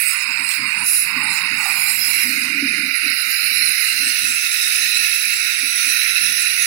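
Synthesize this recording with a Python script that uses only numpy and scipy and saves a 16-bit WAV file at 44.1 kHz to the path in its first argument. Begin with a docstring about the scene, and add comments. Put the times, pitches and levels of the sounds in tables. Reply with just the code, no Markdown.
"""In a carpeted room, a vacuum cleaner's crevice tool hisses close on the right: in open air, at the rim
of a plastic dust bin, then inside it. Turbulent air excites the resonances of slot, lips, rim and bin;
inside, a high edge tone flutters. Specks of glitter tick up the tube. Hose and bin rub and bump softly
as they are handled, over the machine's faint rush in the room."""
import sys
import numpy as np
from scipy import signal
from scipy.fft import rfft, irfft, next_fast_len
from scipy.io import wavfile
from scipy.ndimage import uniform_filter1d, map_coordinates

SR = 44100
rng = np.random.default_rng(int(sys.argv[2]) if len(sys.argv) > 2 else 0)


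def inscribe(sig):
    """Save sig as 16-bit PCM at rate SR to the path in sys.argv[1].

    A 1-D sig is mono; a 2-D sig holds one channel per row.
    Samples are clipped to [-1, 1] before scaling.
    """
    pcm = np.round(np.clip(np.atleast_2d(sig).T, -1, 1) * 32767)
    wavfile.write(sys.argv[1], SR, pcm.astype(np.int16))


N = 293706
TIME_S = np.arange(N) / SR

# Air resonances of the bin: f/Hz, width/Hz, left/dB, right/dB
BIN_MODES = [(1420, 120, -9, -15), (1840, 170, -20, -6), (2610, 210, -20, -1), (3140, 470, -19, -55),
             (3910, 270, -42, -4), (4320, 190, -20, -10), (4640, 140, -16, -19), (5190, 560, -28, -10),
             (5740, 410, -55, -9), (6260, 360, -20, -13), (7620, 210, -11, -55), (8290, 200, -29, -20),
             (9270, 630, -24, -13), (9740, 300, -22, -9), (10180, 220, -17, -9), (10750, 250, -29, -20),
             (11260, 200, -39, -14), (11890, 480, -30, -15), (13950, 1700, -33, -23),
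             (15650, 1610, -39, -18)]


def amp(db):
    return 10 ** (np.asarray(db) / 20)


def unit(x):
    return x / np.sqrt(np.mean(x ** 2) + 1e-20)


def along(points, hz):
    """Interpolate (f/Hz, value) rows on a log axis."""
    f, v = np.transpose(points)
    return np.interp(np.log(hz + 1), np.log(f + 1), v)


def curve(rows):
    """Interpolate (t/s, value) rows per sample."""
    return np.interp(TIME_S, *np.transpose(rows))


def wobble(rate_hz):
    """Smooth curve through random knots."""
    knots = rng.standard_normal(int(N * rate_hz / SR) + 4)
    return map_coordinates(knots, [TIME_S * rate_hz])


def held(rows, rise_db_per_s, fall_db_per_s):
    """Gain of (start/s, length/s, level/dB) events: rise, hold, decay."""
    return sum(amp(db - rise_db_per_s * np.maximum(start - TIME_S, 0)
                   - fall_db_per_s * np.maximum(TIME_S - start - length, 0))
               for start, length, db in rows)


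def swept(rows, steepness):
    """Gain of (t/s, half-length/s, level/dB) passes, peaking at closest approach."""
    return sum(amp(db) / np.sqrt(1 + np.abs((TIME_S - at) / half) ** steepness) for at, half, db in rows)


def filtered(x, response):
    """Apply a frequency response."""
    size = next_fast_len(N + 8192)
    return irfft(rfft(x, size) * response(np.fft.rfftfreq(size, 1 / SR)), size)[..., :N]


def resonances(modes, hz):
    """Gain of steep-sided, damped resonances; one row per dB column."""
    grid_hz = np.linspace(0, SR / 2, num=4096)
    modes = np.array(modes, float)
    width_hz = np.maximum(modes[:, 1:2], .012 * modes[:, :1])
    shapes = (1 + ((grid_hz - modes[:, :1]) / width_hz) ** 2) ** -3
    powers = amp(modes[:, 2:].T) ** 2 @ shapes
    return np.array([np.interp(hz, grid_hz, np.sqrt(power)) for power in powers])


def noise_pair():
    return rng.standard_normal((2, N))


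def eddies(patchy_db, ripple_db=0):
    """Two noises with shared gain patches: quick eddies, slow ripples from nearby echoes."""
    # Eddy strength: f/Hz, relative depth
    depth = [(2500, 0.85), (5000, 0.82), (7000, 1.51), (11000, 1.49), (15000, 1.1)]
    hz, _, spectra = signal.stft(noise_pair(), SR, nperseg=1024)
    quick, slow = uniform_filter1d(rng.standard_normal(spectra.shape), size=4, axis=1)
    quick = unit(uniform_filter1d(quick, size=6, axis=1))
    slow = unit(uniform_filter1d(slow, size=24, axis=1))
    patches = amp((patchy_db * quick + ripple_db * slow) * along(depth, hz)[:, None])
    patches /= np.sqrt(np.mean(patches ** 2, axis=1, keepdims=True))  # eddies add no energy
    return signal.istft(spectra * patches, nperseg=1024)[1][:, :N]


def at_microphones(pair, colour, lead_ms):
    """Colour two noises; the left channel hears part of the right, lead_ms earlier."""
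    # Left-right likeness: f/Hz, coherence
    coherence = [(300, 0.8), (1400, 0.5), (2600, 0.42), (4000, 0.33), (8000, 0.17), (15000, .15)]

    def shared(hz):
        left = along(coherence, hz) * np.exp(2j * np.pi * hz * lead_ms / 1000)
        return colour(hz) * np.array([left, np.ones_like(hz)])

    def own(hz):
        left = np.sqrt(1 - along(coherence, hz) ** 2)
        return colour(hz) * np.array([left, np.zeros_like(hz)])
    return unit(filtered(pair[0], shared) + filtered(pair[1], own))


def stream(air, modes, flow, gain_db, flutter_db, lead_ms, flutter_hz=30, cutoff_hz=1300):
    """Turbulent air through resonances; the slot radiates little below cut-off."""
    colour = lambda hz: resonances(modes, hz) / np.sqrt(1 + (cutoff_hz / (hz + 1)) ** 20)
    return at_microphones(air, colour, lead_ms) * flow * amp(gain_db + flutter_db * wobble(flutter_hz))


def jet_strength():
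    """Jet gain, held while the gap is pinched."""
    # Narrowings of the gap: start/s, length/s, level/dB
    pinches = [(.5, .04, -37), (.865, 0.14, -11.5), (1.31, .05, -32)]
    return held(pinches, rise_db_per_s=450, fall_db_per_s=170)


def openness(half_power_db=-13.5):
    """Share of the flow that passes a pinched mouth."""
    return 1 / np.sqrt(1 + (jet_strength() / amp(half_power_db)) ** 2)


def slot():
    """Air roars through slot and tube, easing inside the bin."""
    # Slot and tube resonances: f/Hz, width/Hz, left/dB, right/dB
    modes = [(1447, 183, -38, -7), (2138, 330, -36, 0), (2383, 116, -53, 2), (2557, 118, -36, 2),
             (2760, 121, -29, -2), (3360, 140, -52.5, -47), (3838, 78, -46, -6.5), (4340, 173, -39, -8),
             (4923, 155, -42, -6.5)]
    # Slot flow: t/s, level/dB
    levels = [(0, -21), (.6, -20), (1.4, -18), (2.0, -21.5), (2.7, -19.5), (3.7, -21.5), (4.9, -24),
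              (5.4, -22), (6.66, -22)]
    air = eddies(patchy_db=1.5, ripple_db=1.5)
    flow = amp(curve(levels)) * openness()
    return stream(air, modes, flow, gain_db=-0.5, flutter_db=0.28, lead_ms=0.13)


def lips(open_until_s=2.08, open_db=-29):
    """Air shears over the lips in the open, louder as they sweep past something."""
    # Lip resonances: f/Hz, width/Hz, left/dB, right/dB
    modes = [(1560, 50, -12, -56), (2330, 190, -9, 3.5), (3280, 81, -6.5, -49), (4180, 240, -13, -0.5),
             (5080, 260, -14, 4), (5770, 230, -34, -3), (6840, 390, -20, -2.5), (7530, 340, -11.5, 0.5),
             (8380, 340, -15, 8), (9300, 110, -23, -9), (9155, 43, -16, 9), (10020, 970, -16, 4.5),
             (10500, 77, -33, -6), (11060, 180, -31, 4.5), (13350, 860, -50, -8), (13950, 1440, -25, -28.5),
             (16230, 580, -30, 6.5)]
    # Close passes: t/s, half-length/s, level/dB
    passes = [(.04, 0.12, -16.5), (.52, 0.044, -20), (1.35, 0.037, -19.5), (1.98, 0.25, -18.5)]
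    steady = held([(0, open_until_s, open_db)], rise_db_per_s=0, fall_db_per_s=50)
    flow = steady + swept(passes, steepness=5.7)
    air = eddies(patchy_db=2.5, ripple_db=6)
    return stream(air, modes, flow, gain_db=-2, flutter_db=1, lead_ms=0.16)


def hollow(gain_db=-1.5, half_width_hz=240, choke_power=3.1):
    """The open mouth's broad resonance slides as it moves; a pinch smothers it."""
    # Mouth resonance: t/s, f/Hz
    pitch = [(0, 1200), (.42, 1030), (.6, 1167), (.8, 1107), (1.08, 1159), (1.3, 1041), (1.5, 1123),
             (1.68, 995), (2.3, 1097)]
    # Undertone, fading at the bin: t/s, level/dB
    levels = [(0, -51), (.33, -42), (.62, -42.5), (.79, -34.5), (1.25, -35.5), (1.83, -32.5), (2.0, -46.5),
              (2.4, -50), (3.2, -65)]
    lowpass = lambda hz: 1 / np.sqrt(1 + (hz / half_width_hz) ** 12)
    in_phase, quadrature = filtered(eddies(patchy_db=4.5), lowpass)
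    phase = 2 * np.pi * np.cumsum(curve(pitch)) / SR
    air = unit(in_phase * np.cos(phase) + quadrature * np.sin(phase))
    return air * amp(curve(levels) + gain_db) * openness() ** choke_power * amp([[-4], [3]])


def room(level_db=-46):
    """The machine's faint, even rush in the room."""
    # Room noise spectrum: f/Hz, level/dB
    spectrum = [(25, -18), (60, -16), (120, 5), (300, 2), (480, 2), (700, 9.5), (1000, -1), (4000, -9),
                (15000, 8)]
    return amp(level_db) * at_microphones(noise_pair(), lambda hz: amp(along(spectrum, hz)), lead_ms=0)


def handling(rub_gain_db=-6, bump_gain_db=-8, t60_s=0.14, attack_s=0.0033, low_cut_hz=100, pivot_hz=270):
    """Rubbing stirs the hose's modes, then the bin's on contact; bumps ring the bin."""
    # Hose and bin wall modes: f/Hz, width/Hz, level/dB
    hose_modes = [(124, 15, -11.5), (155, 77, 6.5), (246, 73, 7), (340, 100, -25.5)]
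    wall_modes = [(173, 34, -9.5), (267.6, 46, 4), (304, 26, -19), (371, 13, -11.5)]
    # Contact with the bin: t/s, share of rubbing power
    contact = [(2.1, 0.11), (2.3, 0.99), (4.1, 0.9), (4.3, 0.47), (5.5, 0.68), (5.9, 1), (6.2, 0.12)]
    # Rubbing strokes: start/s, length/s, level/dB
    strokes = [(.28, .04, -45), (.39, 0.045, -39), (.595, 0.078, -36), (.78, 0.049, -36),
               (1.02, .09, -43.5), (1.15, .17, -36.5), (1.42, 0.035, -41.5), (1.515, 0.09, -36.5),
               (1.63, .58, -45.5), (2.255, .27, -32), (2.54, 0.35, -30.5), (3.045, 0.066, -36),
               (3.26, 0.024, -43), (3.43, 0.27, -45.5), (4.0, 0.093, -41), (4.23, 0.093, -41),
               (4.78, 0.28, -50), (5.22, .07, -51), (5.62, .05, -45.5), (5.86, 0.035, -43),
               (6.22, .1, -43.5)]
    # Bumps on the plastic: t/s, level/dB, hardness/(dB/octave)
    hits = [(0.283, -37, 0), (0.392, -34, 0), (0.592, -29, 3), (1.164, -21.5, 0), (1.513, -31, 0),
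            (2.625, -18, 0), (2.729, -33, 0), (3.043, -31, 14), (4.018, -28, 4), (4.237, -41, 12),
            (4.965, -41, 8), (5.627, -30.5, 6), (5.862, -37, -3)]
    hose = unit(filtered(rng.standard_normal(N), lambda hz: resonances(hose_modes, hz)[0]))
    wall = unit(filtered(rng.standard_normal(N), lambda hz: resonances(wall_modes, hz)[0]))
    share = curve(contact)
    grip = amp(-57 + 4 * wobble(rate_hz=9))
    force = np.hypot(held(strokes, rise_db_per_s=602, fall_db_per_s=332), grip)
    rub = (np.sqrt(1 - share) * hose + np.sqrt(share) * wall) * force * amp(rub_gain_db)
    t = np.arange(SR // 4) / SR
    envelope = amp(bump_gain_db - 60 * t / t60_s) * (1 - np.exp(-t / attack_s))
    bumps = np.zeros(N + len(t))
    for at_s, hit_db, hardness in hits:
        for hz, _, mode_db in wall_modes:
            gain = amp(hit_db + mode_db + hardness * np.log2(hz / pivot_hz) + rng.normal(0, 4.1))
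            ring = np.sin(2 * np.pi * hz * rng.normal(1, 0.055) * t)
            bumps[round(at_s * SR):][:len(t)] += gain * ring * envelope
    highpass = lambda hz: 1 / np.sqrt(1 + (low_cut_hz / (hz + 1)) ** 6)
    return filtered(rub + bumps[:N], highpass) * amp([[-1], [1]])


def jet():
    """Fast air hisses through a briefly narrowed gap."""
    # Jet bands: f/Hz, width/Hz, left/dB, right/dB
    modes = [(4020, 130, -24, -9), (5140, 720, -28, -12), (7300, 1800, -16, -19), (9150, 370, -8, -5),
             (10150, 880, -18, 1.5), (12100, 1800, -13, -15), (15300, 740, -16, -22)]
    air = eddies(patchy_db=2.5, ripple_db=0.5)
    return stream(air, modes, jet_strength(), gain_db=-3.5, flutter_db=0.6, lead_ms=0.177)


def spit(at_s=.509, gain_db=-21, t60_s=0.1, attack_s=0.00088):
    """One dry spit of air as the slot grazes something."""
    spectrum = [(1000, -25), (2500, 4), (5500, 0), (11000, -7), (15000, -18)]  # f/Hz, level/dB
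    burst = at_microphones(noise_pair(), lambda hz: amp(along(spectrum, hz)), lead_ms=0.13)
    age_s = np.maximum(TIME_S - at_s, 0)
    envelope = amp(gain_db - 60 * age_s / t60_s) * (1 - np.exp(-age_s / attack_s))
    return burst * envelope * amp([[-10], [2]])


def sizzle():
    """Treble swells as the tip passes the microphones."""
    # Treble bands: f/Hz, width/Hz, left/dB, right/dB
    modes = [(11670, 1400, -20, 2.5), (14500, 2000, -22, -5)]
    # Close pass: t/s, half-length/s, level/dB
    passes = [(2.04, .25, -24)]
    flow = swept(passes, steepness=6.9)
    return stream(noise_pair(), modes, flow, gain_db=-1, flutter_db=.8, lead_ms=.25)


def rim():
    """Air drawn past the rim grows as the tool nears and is lost inside."""
    # Rim resonances: f/Hz, width/Hz, left/dB, right/dB
    modes = [(1520, 215, -0.5, -33), (2085, 480, -51, 1.5), (2828, 146, -9, 5), (3906, 165, -14, 4.5),
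             (4190, 220, -19, 5.5), (4950, 450, -27, 1.5), (5510, 490, -16, -5.5), (6750, 660, -30, -7),
             (7460, 310, -36, -51), (8370, 260, -4, -12), (9490, 590, -25, 1), (10190, 205, -26, 4),
             (10700, 580, -17, 0), (11700, 340, -56, -14), (12400, 650, -28, -7.5), (14600, 2100, -36, -11)]
    # Rim flow: t/s, level/dB
    levels = [(1.9, -63), (2.13, -22.5), (2.62, -25), (2.9, -25), (3.05, -19), (3.82, -17.5), (4.15, -24),
              (4.8, -63)]
    air = eddies(patchy_db=4, ripple_db=3.5)
    return stream(air, modes, amp(curve(levels)), gain_db=-1, flutter_db=0.8, lead_ms=0.353)


def glitter(count=130, start_s=2.5, gain_db=-10, spread_db=4, t60_s=0.0019):
    """Specks hit the wall at random: tiny ticks coloured by the bin."""
    t = np.arange(SR // 100) / SR
    ticks = np.zeros(N + len(t))
    for when, size in rng.random((count, 2)):
        at = int(start_s * SR + when * (N - start_s * SR))
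        envelope = amp(gain_db + spread_db * np.log(size + 1e-3) - 60 * t / t60_s)
        ticks[at:at + len(t)] += envelope * rng.standard_normal(len(t))
    return filtered(ticks[:N], lambda hz: resonances(BIN_MODES, hz))


def sheen():
    """A thin hiss as the tip slides over the rim."""
    # Airy band: f/Hz, width/Hz, left/dB, right/dB
    modes = [(13050, 550, -22, 0)]
    # Pass over the rim: t/s, half-length/s, level/dB
    passes = [(3.65, 0.36, -32)]
    flow = swept(passes, steepness=10)
    return stream(noise_pair(), modes, flow, gain_db=-4, flutter_db=1.5, lead_ms=.3)


def inside_bin():
    """Air drawn from the bin, stronger whenever the tool is pushed in."""
    # Bin flow: t/s, level/dB
    levels = [(3.4, -51), (3.7, -30.5), (4.1, -18), (4.5, -19), (4.65, -15.5), (5.14, -17), (5.23, -18.5),
              (5.75, -19.5), (5.9, -16), (6.66, -18)]
    air = eddies(patchy_db=2.5, ripple_db=2)
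    return stream(air, BIN_MODES, amp(curve(levels)), gain_db=-1.5, flutter_db=0.84, lead_ms=0.324)


def whistle(lock_s=3.95, lock_db=-28, rise_db_per_s=140, growth_db_per_s=1.8):
    """A breathy edge tone locks in and firms up once the slot sits against the bin."""
    # Edge tone: f/Hz, width/Hz, left/dB, right/dB
    modes = [(10166, 125, -27, 5)]
    age_s = TIME_S - lock_s
    flow = amp(lock_db + np.minimum(rise_db_per_s * age_s, growth_db_per_s * age_s))
    return stream(noise_pair(), modes, flow, gain_db=0, flutter_db=1.5, lead_ms=.32)


def scene():
    """Air noise dominates; ticks, handling and room lie beneath."""
    suction = slot() + lips() + jet() + sizzle() + sheen() + rim() + inside_bin()
    return suction + whistle() + hollow() + spit() + glitter() + handling() + room()


def record(dry, ceiling=.9, top_hz=15800):
    """Soft peak limit, then a brick-wall low-pass."""
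    rounded = dry / (1 + np.abs(dry / ceiling) ** 8) ** (1 / 8)
    return filtered(rounded, lambda hz: hz < top_hz)


dry = scene()
out = record(dry)
inscribe(out)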